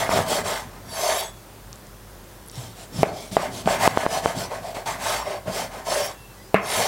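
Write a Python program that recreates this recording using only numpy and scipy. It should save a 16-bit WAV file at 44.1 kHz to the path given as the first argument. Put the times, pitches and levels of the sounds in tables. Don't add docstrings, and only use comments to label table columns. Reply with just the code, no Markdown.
import sys
import numpy as np
from scipy import signal
from scipy.fft import rfft, irfft, next_fast_len
from scipy.io import wavfile
from scipy.ndimage import uniform_filter1d, map_coordinates

SR = 44100
rng = np.random.default_rng(int(sys.argv[2]) if len(sys.argv) > 2 else 0)


def materialize(psi):
    bounded = np.clip(np.atleast_2d(psi).T, -1, 1)
    quanta = np.round(bounded * 32767).astype(np.int16)
    wavfile.write(sys.argv[1], SR, quanta)


N = 303000

# (frequency [Hz], bandwidth [Hz], relative level [dB])
BOARD_MODES = [(214, 150, -8), (457.8, 80, -1), (506.4, 183, -2), (643, 100, 1.5), (795, 150, -14.5),
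               (779, 150, -5), (986, 136, -3.5), (1078, 173, -5.5), (1630, 365, -8.5), (2140, 212, -7.5),
               (2592, 400, -13.5)]
# (frequency [Hz], relative level when free [dB], t60 when free [s])
BLADE_MODES = [(3170, -6, .15), (3408, 0, .5), (3740, -1, .2), (4510, -8, .3), (5470, -8, .15),
               (6304, -3, .29), (7500, -8, .25), (9044, -4, .25), (10230, -6, .2), (11000, -7, .15),
               (12100, -9, .2)]
# (frequency [Hz], relative level per Hz [dB])
STEEL_HISS = [(1290, -37), (2200, -1.5), (2840, -3.5), (3100, 2), (3660, -1), (4640, 0.5), (6760, -1.5),
              (7520, 3), (15600, 2)]


def amp(db):
    return 10 ** (np.asarray(db) / 20)


def unit(x):
    return x / np.sqrt(np.mean(x ** 2) + 1e-20)


def along(points, hz):
    f, db = np.transpose(points)
    return amp(np.interp(np.log(hz + 1), np.log(f + 1), db))


def filtered(x, response):
    m = next_fast_len(N + SR // 2)
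    spectrum = rfft(x, m) * response(np.fft.rfftfreq(m, 1 / SR))
    return irfft(spectrum, m)[..., :N]


def modes(table):
    def response(f):
        return sum((-1) ** k * amp(db) * 1j * f * width / (center ** 2 - f * f + 1j * f * width)
                   for k, (center, width, db) in enumerate(table))
    return response


def wobble(rate):
    knots = rng.standard_normal(int(N * rate / SR) + 4)
    return map_coordinates(knots, [np.arange(N) * rate / SR])


def patchy(x, depth_db, bins, frames):
    z = signal.stft(x, nperseg=512)[2]
    field = uniform_filter1d(rng.standard_normal(z.shape), size=bins, axis=0)
    field = uniform_filter1d(field, size=frames, axis=1)
    return signal.istft(z * amp(depth_db * unit(field)), nperseg=512)[1][:N]


def glide(x, depth, rate):
    place = np.cumsum(1 + depth * wobble(rate))
    return map_coordinates(x, [place], mode="wrap")


def grit(rough_db, rate):
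    return rng.standard_normal(N) * amp(rough_db * wobble(rate))


def add(x, s, piece):
    x[round(s * SR):][:len(piece)] += piece


def push(hz, t60):
    t = np.arange(SR // 50) / SR
    p = np.sin(2 * np.pi * hz * t) * amp(-60 * t / t60) * (1 - np.exp(-t / 0.00015))
    return p / p.max()


def ping(hz, t60, attack):
    t = np.arange(SR // 2) / SR
    return np.sin(2 * np.pi * hz * t) * amp(-60 * t / t60) * (1 - np.exp(-t / attack))


def strokes():
    # (start [s], length [s], fastest moment [0-1], board level [dB],
    # crunch: lift of the higher board modes [dB], steel level [dB], table level [dB])
    saw_strokes = [(0.0, 0.18, 0.01, -23.5, 2, -30.5, -33), (0.085, 0.2, 0.37, -22, -1.5, -31, -32.5),
                   (0.246, 0.21, 0.43, -25, -0.5, -29, -35.5), (0.434, 0.26, 0.25, -28.5, 2, -33.5, -44),
                   (0.61, 0.46, 0.29, -55, 7, -63, -46), (0.808, 0.54, 0.54, -27.5, 1.5, -32, -51.5),
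                   (2.502, 0.3, 0.34, -50, 3, -45, -46.5), (2.742, 0.15, 0.47, -51.5, 1.5, -45.5, -56),
                   (2.901, 0.26, 0.46, -40, 1.5, -37.5, -35), (3.107, 0.25, 0.35, -51, -3, -42, -46.5),
                   (3.316, 0.18, 0.12, -45, -7, -38.5, -34.5), (3.386, 0.13, 0.32, -32, 5.5, -41, -57),
                   (3.487, 0.17, 0.51, -42, 1, -39, -38.5), (3.632, 0.17, 0.55, -26.5, 3.5, -32.5, -35.5),
                   (3.781, 0.19, 0.4, -22, 4.5, -28, -30), (3.926, 0.18, 0.41, -25.5, 2, -34, -36),
                   (4.074, 0.17, 0.43, -25, -3, -32.5, -39.5), (4.214, 0.17, 0.36, -29.5, 1.5, -37, -40),
                   (4.347, 0.16, 0.35, -31.5, -1, -35, -35), (4.492, 0.14, 0.32, -32.5, 0, -45, -45),
                   (4.601, 0.16, 0.49, -35, -2.5, -44, -44.5), (4.743, 0.12, 0.17, -33, -0.5, -42.5, -65),
                   (4.857, 0.16, 0.15, -31, 5.5, -34.5, -38.5), (4.977, 0.32, 0.39, -30, 6, -32, -43.5),
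                   (5.241, 0.18, 0.37, -27.5, -3.5, -42, -48.5), (5.453, 0.06, 0.52, -30.5, -3, -48, -31.5),
                   (5.473, 0.24, 0.47, -30.5, 0.5, -33.5, -41.5), (5.687, 0.18, 0.43, -36.5, 2, -47, -48.5),
                   (5.842, 0.35, 0.32, -26.5, -1, -31.5, -46.5), (6.579, 0.48, 0.44, -26, 3, -29.5, -39.5)]
    steepness = [1.75, 1.39, 1.38, 1.64, 1.55, 0.63, 1.3]
    middle_db, upper_db = -4, -9
    treble_offset_db, treble_grows, firm_db = -7.5, 0.35, -26.5
    sing_offset_db, sing_db_per_s = -10, 24
    usual_s, peaked = 0.15, 0.43
    held_hz, held_db_per_octave, held_q = 5200, -9, 70

    drive = np.zeros((len(steepness), N + SR))
    for s, length, fastest, board_db, crunch_db, steel_db, table_db in saw_strokes:
        warp = np.log(.5) / np.log(np.clip(fastest, .02, .95))
        u = np.linspace(0, 1, round(length * SR)) ** warp
        higher_db = board_db + crunch_db
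        treble_db = steel_db + treble_offset_db + treble_grows * (steel_db - firm_db)
        sing_db = steel_db + sing_offset_db + sing_db_per_s * length
        levels = [board_db, higher_db + middle_db, higher_db + upper_db, steel_db, treble_db, table_db, sing_db]
        powers = np.array(steepness) * (length / usual_s) ** peaked
        swell = np.abs(np.sin(np.pi * u))[:, None] ** powers
        add(drive.T, s, swell * amp(levels))

    board_parts = (BOARD_MODES[1:5], BOARD_MODES[5:8], BOARD_MODES[8:])
    scrape = [glide(filtered(grit(2.84, 120), modes(part)), .03, 6) for part in board_parts]
    wood = [unit(patchy(x, 1.8, bins=2, frames=10)) for x in scrape]

    held_modes = [(hz, hz / held_q, held_db_per_octave * abs(np.log2(hz / held_hz)))
                  for hz, _, _ in BLADE_MODES]
    sing = glide(filtered(rng.standard_normal(N), modes(held_modes)), .022, 6)
    sing = unit(patchy(sing, 4.5, bins=5, frames=12))

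    hiss = filtered(grit(1, 120), lambda f: along(STEEL_HISS, f))
    hiss = patchy(hiss, 2, bins=6, frames=14)
    treble_part = lambda f: 1 / (1 + (8000 / (f + 1)) ** 6)
    steel = [unit(filtered(hiss, lambda f: 1 - treble_part(f))), unit(filtered(hiss, treble_part))]

    table_modes = [(115, 36, -1), (196, 62, -1.0), (251, 131, -4.5)]  # Hz, width Hz, dB
    table = unit(filtered(grit(2.9, 25), modes(table_modes)))
    return (drive[:, :N] * np.array(wood + steel + [table, sing])).sum(axis=0)


def room(x, t60):
    t = np.arange(SR // 2) / SR
    decay = rng.standard_normal(len(t)) * amp(-60 * t / t60)
    delayed = np.pad(decay, (130, N))
    tail = filtered(delayed, lambda f: 1 / (1 + (f / 2800) ** 4))
    return signal.fftconvolve(x, tail[:SR] / np.linalg.norm(tail))[:N]


def kitchen():
    # (frequency [Hz], relative level per Hz [dB])
    room_noise = [(15, -35), (25, -35), (108, -1.5), (166, -9), (326, -11.5), (363, -8), (439, -12.5),
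                  (531, -11), (659, -13.5), (1040, -15), (2000, -20.5), (2220, -23.5), (16000, -28)]
    # (frequency [Hz], middle level [dB])
    hum_lines = [(49, -47.5), (102, -56), (199, -57.5)]
    # (start [s], end [s], first frequency [Hz], last frequency [Hz], level [dB])
    whistles = [(6.11, 6.37, 2740, 2640, -55), (6.38, 6.5, 4800, 4950, -57), (6.36, 6.44, 1950, 2030, -53)]
    noise_db = -45.5

    t = np.arange(N) / SR
    noise = filtered(rng.standard_normal(N), lambda f: along(room_noise, f))
    x = amp(noise_db) * unit(patchy(noise, 1.0, bins=6, frames=14))
    for hz, db in hum_lines:
        x += amp(db + 2.5 * wobble(14)) * np.sin(2 * np.pi * hz * t + 1.2 * wobble(12))
    for start, end, first_hz, last_hz, db in whistles:
        u = np.clip((t - start) / (end - start), 0, 1)
        hz = first_hz + (last_hz - first_hz) * u + 25 * wobble(90)
        phase = 2 * np.pi * np.cumsum(hz) / SR
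        envelope = np.sqrt(np.abs(np.sin(np.pi * u))) * (u < 1)
        x += amp(db + 4 * wobble(50)) * envelope * np.sin(phase)
    return x


def meat():
    # (time [s], level [dB])
    snaps = [(0.0926, -5.5), (.19, -5.5), (.416, -18.5), (3.8768, 13), (3.9739, 6), (4.0642, 0.5),
             (4.259, 1.5), (4.769, -15)]
    # (time [s], strength [dB], pitch [Hz])
    ticks = [(1.7296, -12.5, 5800), (1.758, -21, 7250), (1.8696, -26, 6900), (2.2159, -32, 11400),
             (2.463, -23, 10500), (2.4773, -20, 10500), (2.485, -15, 10400), (2.4983, -15.5, 5500),
             (2.5154, -17, 9000), (2.556, -17, 5000), (3.3147, -18, 4340), (3.6588, -9, 3100)]
    # (time [s],
    # strength [dB], pitch [Hz])
    thumps = [(2.574, -23, 124.5), (2.647, -36, 118), (2.931, -32, 172), (2.988, -17.5, 153),
              (3.008, -20, 124), (3.33, -26, 182), (3.658, -16.5, 191.4), (6.547, -5.5, 198)]
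    snap_hz, thump_cycles = 770, 28

    x = np.zeros(N + SR)
    for s, db in snaps:
        add(x, s, amp(db) * push(snap_hz, t60=0.0032))
    for s, db, hz in ticks:
        add(x, s, amp(db) * ping(hz, t60=0.0012, attack=.0001))
    for s, db, hz in thumps:
        add(x, s, amp(db) * ping(hz, thump_cycles / hz, attack=0.0016))
    return x[:N]


def blade():
    # (end of rasp [s], flick level [dB], ring level [dB], ring tilt [dB per octave])
    lifts = [(.59, -42, -54, 0), (1.212, -29, -36, -9), (6.068, -34, -47, 8)]
    rasp, ring = np.zeros(N), np.zeros(N + SR)
    rise = np.linspace(0, 1, round(.06 * SR))
    for s, flick_db, ring_db, tilt_db in lifts:
        add(rasp, s - len(rise) / SR, amp(flick_db) * rise)
        for hz, level, t60 in BLADE_MODES:
            mode_db = ring_db + level + tilt_db * np.log2(hz / 3400) + rng.normal(0, 1.4)
            add(ring, s - .03, amp(mode_db) * ping(hz, t60, attack=0.0026))
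    hiss = filtered(rng.standard_normal(N), lambda f: along(STEEL_HISS, f))
    hiss = patchy(hiss, 4.9, bins=3, frames=8)
    return rasp * unit(hiss) + ring[:N] * amp(0.97 * wobble(27.5))


def knocks():
    # (time [s], push level [dB], ring against the push [dB], rattle start level [dB])
    landings = [(3.0319, 6, -3.5, -21.5), (3.3679, 1.5, -10, -28), (3.675, -2.5, -19, -28.5),
                (6.544, 3.5, 4, -10)]
    knock_hz, crack_offset_db, crack_grows = 676, -5.5, 0.5

    x, shake = np.zeros(N + SR), np.zeros(N + SR)
    t = np.arange(SR // 4) / SR
    for s, db, ring_db, rattle_db in landings:
        ring = sum(amp(level + rng.normal(0, 0.5)) * np.exp(-np.pi * width * t) * np.sin(2 * np.pi * hz * t)
                   for hz, width, level in BOARD_MODES)
        ring = amp(db + ring_db) * ring * (1 - np.exp(-t / 0.0049))
        crack_db = crack_offset_db + crack_grows * (db + ring_db) - 60 * t / 0.012
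        crack = amp(crack_db) * uniform_filter1d(rng.standard_normal(len(t)), size=9)
        add(x, s, crack - ring)
        add(x, s, -amp(db) * push(knock_hz, t60=0.012))
        add(shake, s, amp(rattle_db - 60 * t / 0.21))
    rattle = unit(filtered(grit(2, 200), modes(BOARD_MODES[7:])))
    return x[:N] + shake[:N] * rattle


def scene():
    # (frequency [Hz], relative level per Hz [dB])
    opposed_hiss = [(35, -46), (60, -16), (98, 3), (267, -9), (10900, -8.5), (15800, 0)]
    opposed_hiss_db = -60.5
    saw = strokes()
    blows = knocks()
    near = blows + amp(-18.5) * room(blows, t60=0.48) + meat()
    near = filtered(near, lambda f: 1j * f / (90 + 1j * f))
    mid = saw + amp(-13.5) * room(saw, t60=0.2) + blade() + near + kitchen()
    hiss = filtered(rng.standard_normal(N), lambda f: along(opposed_hiss, f))
    side = amp(opposed_hiss_db) * unit(hiss)
    return np.array([mid + side, mid - side])


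def record(dry):
    attack_s, release_s, top_hz = 0.00039, .06, 15950
    over = np.clip(np.abs(dry).max(axis=0) - .7, 0, None)
    attack, release = np.exp(-1 / (attack_s * SR)), np.exp(-1 / (release_s * SR))
    held = signal.lfilter([1], [1, -release], over)
    held = signal.lfilter([1 - attack], [1, -attack], held)
    wet = dry / (1 + 0.046 * held)
    wet = wet / (1 + np.abs(wet) ** 6) ** (1 / 6)
    return filtered(wet, lambda hz: hz < top_hz)


dry = scene()
out = record(dry)
materialize(out)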